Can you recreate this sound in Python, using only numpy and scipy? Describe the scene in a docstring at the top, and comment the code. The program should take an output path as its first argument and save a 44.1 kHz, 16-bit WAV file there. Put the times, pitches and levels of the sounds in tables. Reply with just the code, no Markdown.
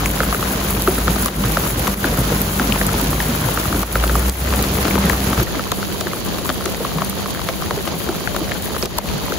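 """Rain around a ground nest

Steady rain on grass and leaves, heard from close by: filtered noise and impacts make a wash and fine spray.
Near drops are short rings and noise bursts: plops on leaves, ticks and cracks on dry straw, splats, thuds.
A low two-partial rumble, like an engine some way off, runs underneath with a faint hum and thin whines.
The rumble stops abruptly; the wash, spray and small drops are softer from then on."""
import sys
import numpy as np
from scipy import signal
from scipy.fft import rfft, irfft
from scipy.io import wavfile
from scipy.ndimage import uniform_filter1d

SR = 44100
rng = np.random.default_rng(int(sys.argv[2]) if len(sys.argv) > 2 else 0)


def output_pcm(signal):
    """Save a mono or channel-first signal as 16-bit PCM at the path in sys.argv[1].

    Samples are clipped to [-1, 1] before scaling.
    """
    pcm = np.clip(np.atleast_2d(signal).T, -1, 1) * 32767
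    wavfile.write(sys.argv[1], SR, np.round(pcm).astype(np.int16))


N = 413658
TIME = np.arange(N) / SR


def undb(db):
    """Decibels to gain."""
    return 10 ** (np.asarray(db) / 20)


def unit(x):
    """Scale to rms 1."""
    return x / np.sqrt(np.mean(x ** 2))


def curve(rows):
    """A (s, value) table, joined by straight lines sample by sample."""
    return np.interp(TIME, *np.transpose(rows))


def per_bin(points):
    """A (Hz, value) table on the frequency bins, joined on a log axis."""
    hz, value = np.transpose(points)
    bin_hz = np.arange(N // 2 + 1) * SR / N
    return np.interp(np.log(bin_hz + 1), np.log(hz), value)


def shape(x, gain):
    """Filter by a gain per frequency bin."""
    return irfft(rfft(x) * gain, N)


def band(x, low_hz, high_hz):
    """Gentle causal band-pass."""
    edges = [low_hz, min(high_hz, SR / 2 - 1000)]
    return signal.sosfilt(signal.butter(2, edges, "band", fs=SR, output="sos"), x)


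def walk(rate):
    """Slow random wander of rms 1: rate random values a second, joined smoothly."""
    step = int(SR / rate)
    held = np.repeat(rng.standard_normal(N // step + 1), step)
    return unit(uniform_filter1d(held, step)[:N])


def add(out, s, sound, pan_db=0, lag=0):
    """Mix a sound in at time s, left minus right pan_db; the left side hears it lag seconds later."""
    side_sum = np.cosh(pan_db * np.log(10) / 40)  # keeps the sum of both gains constant
    for side, sign in zip(out, (1, -1)):
        i = int(np.clip((s + sign * lag / 2) * SR, 0, N - 1))
        side[i:i + len(sound)] += sound[:N - i] * undb(sign * pan_db / 2) / side_sum


def ring(hz, cycles, sag, sag_s, rise):
    """A struck surface swells over rise cycles, falls 60 dB in cycles; its pitch sags as the drop spreads."""
    t = TIME[:SR // 10]
    pitch = hz * (1 + sag * (np.exp(-t / sag_s) - 1 / 2))
    swell = undb(-60 * t * hz / cycles) * (1 - np.exp(-t * hz / rise))
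    return np.sin(2 * np.pi * np.cumsum(pitch) / SR) * swell / swell.max()


def splash(low_hz, high_hz, decay_s):
    """A short burst of scattered water: decaying noise through a band-pass, peak 1."""
    t = TIME[:SR // 10]
    burst = band(rng.standard_normal(len(t)) * np.exp(-t / decay_s), low_hz, high_hz)
    return burst / np.abs(burst).max()


HUM_HZ = 197.4


def hum(drift, waver_db):
    """A faint hum: one sine whose phase drifts (radians) and whose level wavers."""
    tone = np.sin(2 * np.pi * HUM_HZ * TIME + drift * walk(7))
    return unit(tone * undb(waver_db * walk(8.7)))


# faint thin tones in the treble, level ahead of the shower's strength: pitch_hz, level_db
WHINES = [(2966, -53), (3190, -49.5), (3849, -52), (4350, -55), (4560, -52.5)]


def whines(flutter_per_s):
    """Narrow tones that flutter in level and phase, differently on each side."""
    out = np.zeros((2, N))
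    for side in out:
        for hz, db in WHINES:
            phase = 2 * np.pi * hz * TIME
            side += undb(db) * (walk(flutter_per_s) * np.sin(phase) + walk(flutter_per_s) * np.cos(phase))
    return out


# level at idle, and what load adds over a span of pitch above it
IDLE_HZ, IDLE_DB = 54.1, -28
LOAD_SPAN_HZ, LOAD_DB = 1.6, 6
PULL_DB_PER_HZ_PER_S = 0.3155  # added while the pitch climbs
BOOM_HZ, BOOM_WIDTH_HZ = 152, 5.7  # a resonance that the rumble excites
FALTER_DB, FALTER_S = 7, .04  # depth, and time either side of the middle to 1/e of that depth
# speed of the rumble: time_s, pitch_hz
RUMBLE = [(0, 51.5), (0.6, 52.3), (1.15, 56), (1.4, 50.7), (1.7, 52), (2.05, 48.1), (2.45, 50.85),
          (2.75, 50), (3.3, 51.16), (3.8, 53.6), (4.0, 56.36), (4.5, 64.1), (4.85, 66.44), (5.42, 60.8)]
# middles of the moments when the rumble falters: time_s
FALTERS = [.46, 4.36, 4.67, 4.88, 5.24, 5.35]


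def rumble(third_db, waver_db):
    """An unsteady drone, louder under load and while speeding up; its third harmonic meets a resonance."""
    hz = curve(RUMBLE)
    load = np.clip((hz - IDLE_HZ) / LOAD_SPAN_HZ, 0, 1)
    speeding_up = uniform_filter1d(np.maximum(np.gradient(hz) * SR, 0), size=SR // 10)
    falter = sum(np.exp(-((TIME - s) / FALTER_S) ** 2) for s in FALTERS)
    db = IDLE_DB + LOAD_DB * load + PULL_DB_PER_HZ_PER_S * speeding_up - FALTER_DB * falter
    phase = 2 * np.pi * np.cumsum(hz) / SR + 0.15 * walk(7.2)
    resonance = 1 / np.hypot(1, (3 * hz - BOOM_HZ) / (BOOM_WIDTH_HZ / 2))
    drone = np.sin(phase) + undb(third_db) * resonance * np.sin(3 * phase)
    return unit(drone) * undb(db + waver_db * walk(19))


def patter(rate, spread_db, smooth):
    """Countless impacts of uneven size; the farthest merge into smooth noise."""
    hit = rng.random(N) < rate / SR
    size = undb(spread_db * np.minimum(rng.exponential(size=N), 4))
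    impacts = unit(hit * size * rng.choice([-1, 1], N))
    return unit(impacts + smooth * rng.standard_normal(N))


# tone of the far drops while the rumble runs, and after it: freq_hz, relative_level_db
LOUD_WASH = [(22, -50), (52, 2), (90, -1.5), (130, -2), (260, -5), (430, -8), (850, -12.5), (1400, -14),
             (2000, -19), (4300, -21), (5400, -25), (7000, -22.5), (9000, -63)]
SOFT_WASH = [(22, -50), (50, 2), (130, -4.5), (180, -1), (260, -6.5), (380, -6), (850, -14), (1400, -18.5),
             (2100, -22), (3200, -20.5), (4500, -20), (5400, -27), (7000, -22), (9000, -86)]
# power common to left and right, while the rumble runs and after it: freq_hz, share (0-1)
LOUD_LIKENESS = [(130, 1), (290, 0.98), (640, 0.27), (1400, 0), (2500, 0.08)]
SOFT_LIKENESS = [(130, 0.011), (290, 0.21), (640, 0.39), (1400, 0.096), (2500, 0.07)]
# lean of the wash, left minus right: freq_hz, pan_db
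LEAN = [(200, .3), (700, 2), (1500, 2.5), (2600, 2), (4000, -1), (5300, -2.5), (7000, 0)]


def wash(spectrum, likeness, db, flicker_db):
    """Far rain: flickering patter, partly common to both sides, partly each side's own."""
    common, left, right = (patter(rate=900, spread_db=3.0, smooth=1.0) * undb(flicker_db * np.tanh(walk(35)))
                           for _ in range(3))
    share = np.clip(per_bin(likeness), 0, 1)
    both = shape(common, np.sqrt(share)) + shape(np.array([left, right]), np.sqrt(1 - share))
    tone_db = per_bin(spectrum) + np.outer([1, -1], per_bin(LEAN)) / 2
    return undb(db) * unit(shape(both, undb(tone_db)))


def fizz(rate, spread_db, smooth):
    """Droplets burst for a millisecond or two each; the farthest merge into smooth hiss."""
    size = undb(spread_db * np.minimum(rng.exponential(size=N), 5))
    burst = rng.random(N) < rate / SR
    power = np.convolve(burst * size ** 2, np.hanning(SR // 400), "same")
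    return unit(rng.standard_normal(N) * np.sqrt(power / power.mean() + abs(smooth)))


# tone of the fine spray on the grass: freq_hz, relative_gain_db
SPRAY = [(3000, -59), (5200, -12), (6500, -3.5), (8500, -1.5), (11000, 4.5), (14000, 2.5), (15300, 2.5)]


def spray(flicker_db):
    """Fine droplets on the grass; the left hears their common part ten samples late with opposite sign."""
    common, left, right = (fizz(rate=270, spread_db=3.0, smooth=1.84) for _ in range(3))
    both = np.array([-np.roll(common, 10), common]) + undb(-11) * np.array([left, right])
    return unit(shape(both, undb(per_bin(SPRAY)))) * undb(flicker_db * walk(60))


def grass_taps(db, spread_db, count):
    """Light drops flick the narrow grass blades: a crackle of short, dry taps, mostly higher than the leaves."""
    out = np.zeros((2, N))
    for when, rank, pitch, place in rng.random((count, 4)):
        hz = 1400 * 3 ** pitch
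        tap = splash(hz / 1.6, hz * 1.6, decay_s=.0009)
        tap_db = db - spread_db * np.log(rank + .04)  # a few stand out, most are faint
        add(out, when * N / SR, undb(tap_db) * tap, 16 * (place - .5), lag=.0005 * (place - .5))
    return out


def scattered_drops(db, spread_db, count):
    """Smaller drops on leaves all around."""
    out = np.zeros((2, N))
    for when, rank, pitch, place in rng.random((count, 4)):
        drop = undb(db - spread_db * np.log(rank + .16)) * plop(950 * 2.2 ** pitch)
        add(out, when * N / SR, drop, 2 + 16 * (place - .5), lag=.0005 * (place - .5))
    return out


def small_drops():
    """The patter of lighter drops between the near ones."""
    leaves = scattered_drops(db=-30, spread_db=3.8, count=420)
    return leaves + grass_taps(db=-29, spread_db=3.6, count=500)


def thud(hz):
    """A heavy drip on the ground: a low knock and a dull splash."""
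    knock = ring(hz, cycles=23.0, sag=0.16, sag_s=0.0095, rise=0.33)
    return knock + undb(-6.0) * splash(200, 620, decay_s=0.022)


# middle pitch; top level and range below it, ahead of the scene's gains
SOIL_DRIPS_PER_S = 3
SOIL_HZ, SOIL_DB, SOIL_RANGE_DB = 293, -17.5, 12


def ground_drips():
    """Lighter drips on the soil around the nest: thuds up to an octave either side of the middle pitch."""
    out = np.zeros((2, N))
    for when, faintness, pitch in rng.random((int(SOIL_DRIPS_PER_S * N / SR), 3)):
        drip = thud(SOIL_HZ * 2 ** (2 * pitch - 1))
        add(out, when * N / SR, undb(SOIL_DB - SOIL_RANGE_DB * faintness) * drip)
    return out


# heavy drips on the ground: time_s, level_db, pitch_hz
THUDS = [(0.882, -4.5, 380), (1.082, -11, 179), (1.162, -19, 258), (1.449, -14, 128), (2.052, -16, 278),
         (2.185, -10.5, 131), (2.319, -12.5, 472), (2.32, -19, 151), (2.603, -13, 259), (2.649, -16.5, 290),
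         (2.186, -18, 253), (3.291, -10.5, 239.4), (3.45, -14, 124.5), (3.53, -21, 112),
         (3.748, -14.5, 289), (4.941, -12.5, 270), (5.385, -13, 129), (5.416, -14, 344), (6.492, -16, 267),
         (6.663, -19.5, 363), (7.773, -15.5, 414), (8.091, -11, 352), (8.832, -14, 364)]


def ground_thuds():
    """Heavy drips knock on the ground straight ahead."""
    out = np.zeros((2, N))
    for s, db, hz in THUDS:
        add(out, s, undb(db) * thud(hz))
    return out


def tick(hz):
    """One drop on a dry stalk: a very short, rough ring and a little fizz."""
    stalk = splash(hz / 1.17, hz * 1.17, decay_s=0.0008)
    return stalk + undb(-11) * splash(1650, 16000, decay_s=0.01)


# drops that make a dry stalk ring: time_s, level_db, pitch_hz, pan_db (left minus right)
TICKS = [(0.409, -11, 13800, 0), (0.9412, -7, 13500, 0), (0.9855, -12, 10400, 0), (2.084, -10, 13300, 2),
         (2.416, -3, 13970, -1), (2.723, -4, 2920, 14), (2.866, -4, 11000, 1), (3.0133, -5, 13700, -2),
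         (3.7921, -7, 13000, 0), (5.43, -5, 13900, -1), (7.047, -9, 11000, 2), (7.0963, -7, 13200, -1),
         (8.8263, -6.5, 5000, -7)]


def straw_ticks():
    """Stiff straw answers with a very short ring."""
    out = np.zeros((2, N))
    for s, db, hz, pan_db in TICKS:
        add(out, s, undb(db) * tick(hz), pan_db, lag=rng.normal(0, .0001))
    return out


# drops that shatter on the straw: time_s, level_db
CRACKS = [(0.0588, -5.5), (0.8213, -3), (1.2589, -2), (1.876, -3), (4.2965, -3), (4.626, -2), (5.0963, -4),
          (5.718, -1), (6.009, -5), (6.656, -9), (7.306, -11), (8.363, -8), (8.8568, -7), (8.985, 0.5)]


def straw_cracks():
    """Drops shatter on the straw with a toneless crack of bright noise."""
    out = np.zeros((2, N))
    for s, db in CRACKS:
        add(out, s, undb(db) * splash(4000, 16000, decay_s=.0008), lag=rng.normal(0, .0001))
    return out


def splat(hz):
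    """A fat drop bursts: a crack, a fast-falling note as water spreads, a dull slap, a crack of thrown water."""
    delay_s = .002 + 0.003 * rng.random()
    crack = undb(1.5) * splash(800, 4500, decay_s=.0016)
    spread = ring(hz, cycles=10.5, sag=1.0, sag_s=0.0025, rise=0.33)
    slap = undb(-2) * splash(310, 690, decay_s=0.013)
    thrown = undb(-5) * splash(900, 4500, decay_s=0.0014)
    return crack + spread + slap + np.roll(thrown, int(delay_s * SR))


SPLAT_HZ, SPLAT_PAN_DB = 1125, 9  # the wet litter: typical pitch, and place (left minus right)
# fat drops that burst on the litter: time_s, level_db
SPLATS = [(1.283, -15), (1.871, -13), (4.537, -14.5), (4.5911, -15.5), (4.639, -15.5), (4.785, -17.5),
          (4.853, -12), (4.88, -13.5), (4.955, -13.5), (5.377, -17), (5.718, -13.5), (6.011, -17),
          (6.385, -21), (6.492, -11), (6.6588, -12.5), (7.488, -13), (7.7086, -15.5), (7.875, -11.5),
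          (8.364, -14.5), (8.827, -17), (8.858, -20)]


def litter_splats():
    """Fat drops burst on the wet litter, each at a slightly different pitch."""
    out = np.zeros((2, N))
    for s, db in SPLATS:
        add(out, s, undb(db) * splat(SPLAT_HZ * 2 ** rng.normal(0, 0.035)), SPLAT_PAN_DB)
    return out


def plop(hz):
    """A drop on a leaf: the blade rings for a few clear cycles, water splashes and the whole leaf gives way."""
    wetness, weight = rng.random(2)
    blade = ring(hz, cycles=11 + 2 * wetness, sag=.3, sag_s=.003, rise=1.6)
    give = ring(hz * (0.351 + 0.34 * weight), cycles=12.0, sag=0.44, sag_s=0.0032, rise=0.89)
    wet = undb(-11) * splash(450, 2200, decay_s=.008)
    return blade + undb(-8) * np.roll(give, int(.0024 * SR)) + wet


# the snap of first contact: its level beside a 0 dB plop, and the dB it gains per dB of plop
SNAP_DB, SNAP_GROWTH = -10.5, .55
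LEAF_LAG_S = .00015  # the left side hears a near leaf up to this much later
# drops on the near leaves: time_s, level_db, pitch_hz, pan_db (left minus right)
PLOPS = [(0.0588, -8.0, 2080, 7.0), (0.2039, -5.5, 1360, 0.0), (0.233, -11, 1320.0, -2.0),
         (0.326, -10, 1220, 6), (0.3464, -10, 1310, 0.0), (0.4266, -11, 1210.0, 2), (0.8753, -5, 1250, 2),
         (0.9812, -15, 1340, 2.0), (1.0801, -6.5, 1310, 2.0), (1.1605, -14.5, 1230, 6.0),
         (1.2595, -12.5, 1120, 10), (1.4392, -12.5, 1150, -15), (1.5705, -4.5, 1310, 0.0),
         (1.8775, -11, 1050, 1), (2.0432, -5.5, 1510, 1.0), (2.1744, -16, 1260, -8),
         (2.5968, -6, 1440.0, 1.0), (2.7588, -13.0, 920, 6.0), (2.8136, -8, 1660.0, 2.0),
         (2.8907, -13.0, 1310, 4.0), (2.9412, -14.5, 910, 1.0), (3.1302, -14.5, 1073, 4),
         (3.203, -9, 1760.0, 3.0), (3.4862, -14.5, 930.0, 10), (3.5743, -8, 1280.0, 0.0),
         (3.6555, -13.5, 1216, 6.0), (3.727, -12, 1230, 3.0), (3.8307, -13, 1215, 7.0),
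         (3.9554, -5.0, 1360, 1.0), (4.0384, -6.5, 1270, 2.0), (4.0958, -11.5, 1344, 3.0),
         (4.154, -7.5, 1190, -1.0), (4.527, -13, 1110, -2), (4.9093, -12.5, 2090, 12),
         (4.9789, -11, 915, 10), (5.098, -5, 1720, 11.0), (5.1312, -12, 1236, 2.0), (5.3305, -9.5, 1204, 2),
         (5.3996, -11.5, 1300, 2.0), (5.594, -12, 1320.0, 4.0), (5.72, -12, 1110, 7),
         (5.8285, -14.5, 1290, 4.0), (6.0697, -13.5, 1630, 6), (6.1329, -14.5, 1240.0, 3),
         (6.457, -19, 1100.0, 14), (6.501, -10, 1210, 3), (6.609, -18.5, 1140.0, 6),
         (6.8492, -11, 1130, 2.0), (6.984, -14.5, 1080, 4.0), (7.0193, -9, 1150, 5.0),
         (7.259, -15.0, 1140.0, -1.0), (7.3935, -17.5, 1210.0, 4.0), (7.4154, -19, 1050, 13.0),
         (7.6218, -14.5, 1160, 12), (7.7086, -14.5, 1070, -8), (8.0892, -15.5, 1310, 3),
         (8.2742, -10.5, 1500, 5.0), (8.3477, -16.5, 1090, 9.0), (8.5176, -12, 1760.0, 6.0),
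         (8.7648, -14.5, 1210.0, 6.0), (8.9858, -11, 960, 7), (9.322, -13.0, 1320, 1)]


def leaf_plops():
    """Drops within reach plop on the leaves, each with a sharp snap of first contact."""
    out = np.zeros((2, N))
    for s, db, hz, pan_db in PLOPS:
        snap = undb(SNAP_DB + SNAP_GROWTH * db) * splash(1740, 5500, decay_s=0.0014)
        add(out, s, undb(db) * plop(hz) + snap, pan_db, lag=LEAF_LAG_S * rng.random())
    return out


DIP_DEPTH_DB = 7.5
# moments when the level dips briefly and recovers: time_s, length_s
DIPS = [(1.285, .12), (1.945, .09), (3.836, .13), (4.301, .17), (8.863, .12), (8.99, .09)]


def dips():
    """Gain that drops at once, lingers and swells back."""
    db = np.zeros(N)
    for s, length in DIPS:
        db -= DIP_DEPTH_DB * (TIME > s) * np.clip(1 - ((TIME - s) / length) ** 2, 0, 1)
    return undb(uniform_filter1d(db, size=128))


STOP_S = 5.432  # the rumble ends
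# strength of the wash and the small drops, with hum and whines: time_s, gain_db
SHOWER = [(0, 1.5), (3, 2.5), (4.3, 1.5), (4.55, 3), (5.4, 4), (5.5, 2.5), (8.5, 2.5), (9.38, 4)]


def scene():
    """Rain throughout; the rumble and the louder wash end together. The near drops do not dip."""
    running = np.clip((STOP_S - TIME) / 0.0068 + .5, 0, 1)
    loud = wash(LOUD_WASH, LOUD_LIKENESS, db=-23.0, flicker_db=2.5)
    loud = loud + undb(-32) * hum(drift=0.33, waver_db=3.0)
    soft = wash(SOFT_WASH, SOFT_LIKENESS, db=-26.5, flicker_db=2.5)
    soft = soft + undb(-36.5) * np.array([hum(drift=0.98, waver_db=5.0) for _ in range(2)])
    far = running * loud + (1 - running) * soft
    drops = (small_drops() + ground_drips()) * undb(3 * running)
    rain = (far + drops + whines(flutter_per_s=45)) * undb(curve(SHOWER))
    fine = spray(flicker_db=1.97) * (running * undb(-25) + (1 - running) * undb(-31.5))
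    steady = rain + fine + running * rumble(third_db=-2.5, waver_db=-0.5)
    straw = straw_ticks() + straw_cracks()
    return steady * dips() + ground_thuds() + straw + litter_splats() + leaf_plops()


TOP_HZ = 15600


def record(dry):
    """The recorder clips the peaks at full scale, then a steep low-pass cuts the top."""
    low_pass = signal.ellip(10, .2, 80, TOP_HZ, fs=SR, output="sos")
    return signal.sosfilt(low_pass, np.clip(dry, -1, 1))


dry = scene()
out = record(dry)
output_pcm(out)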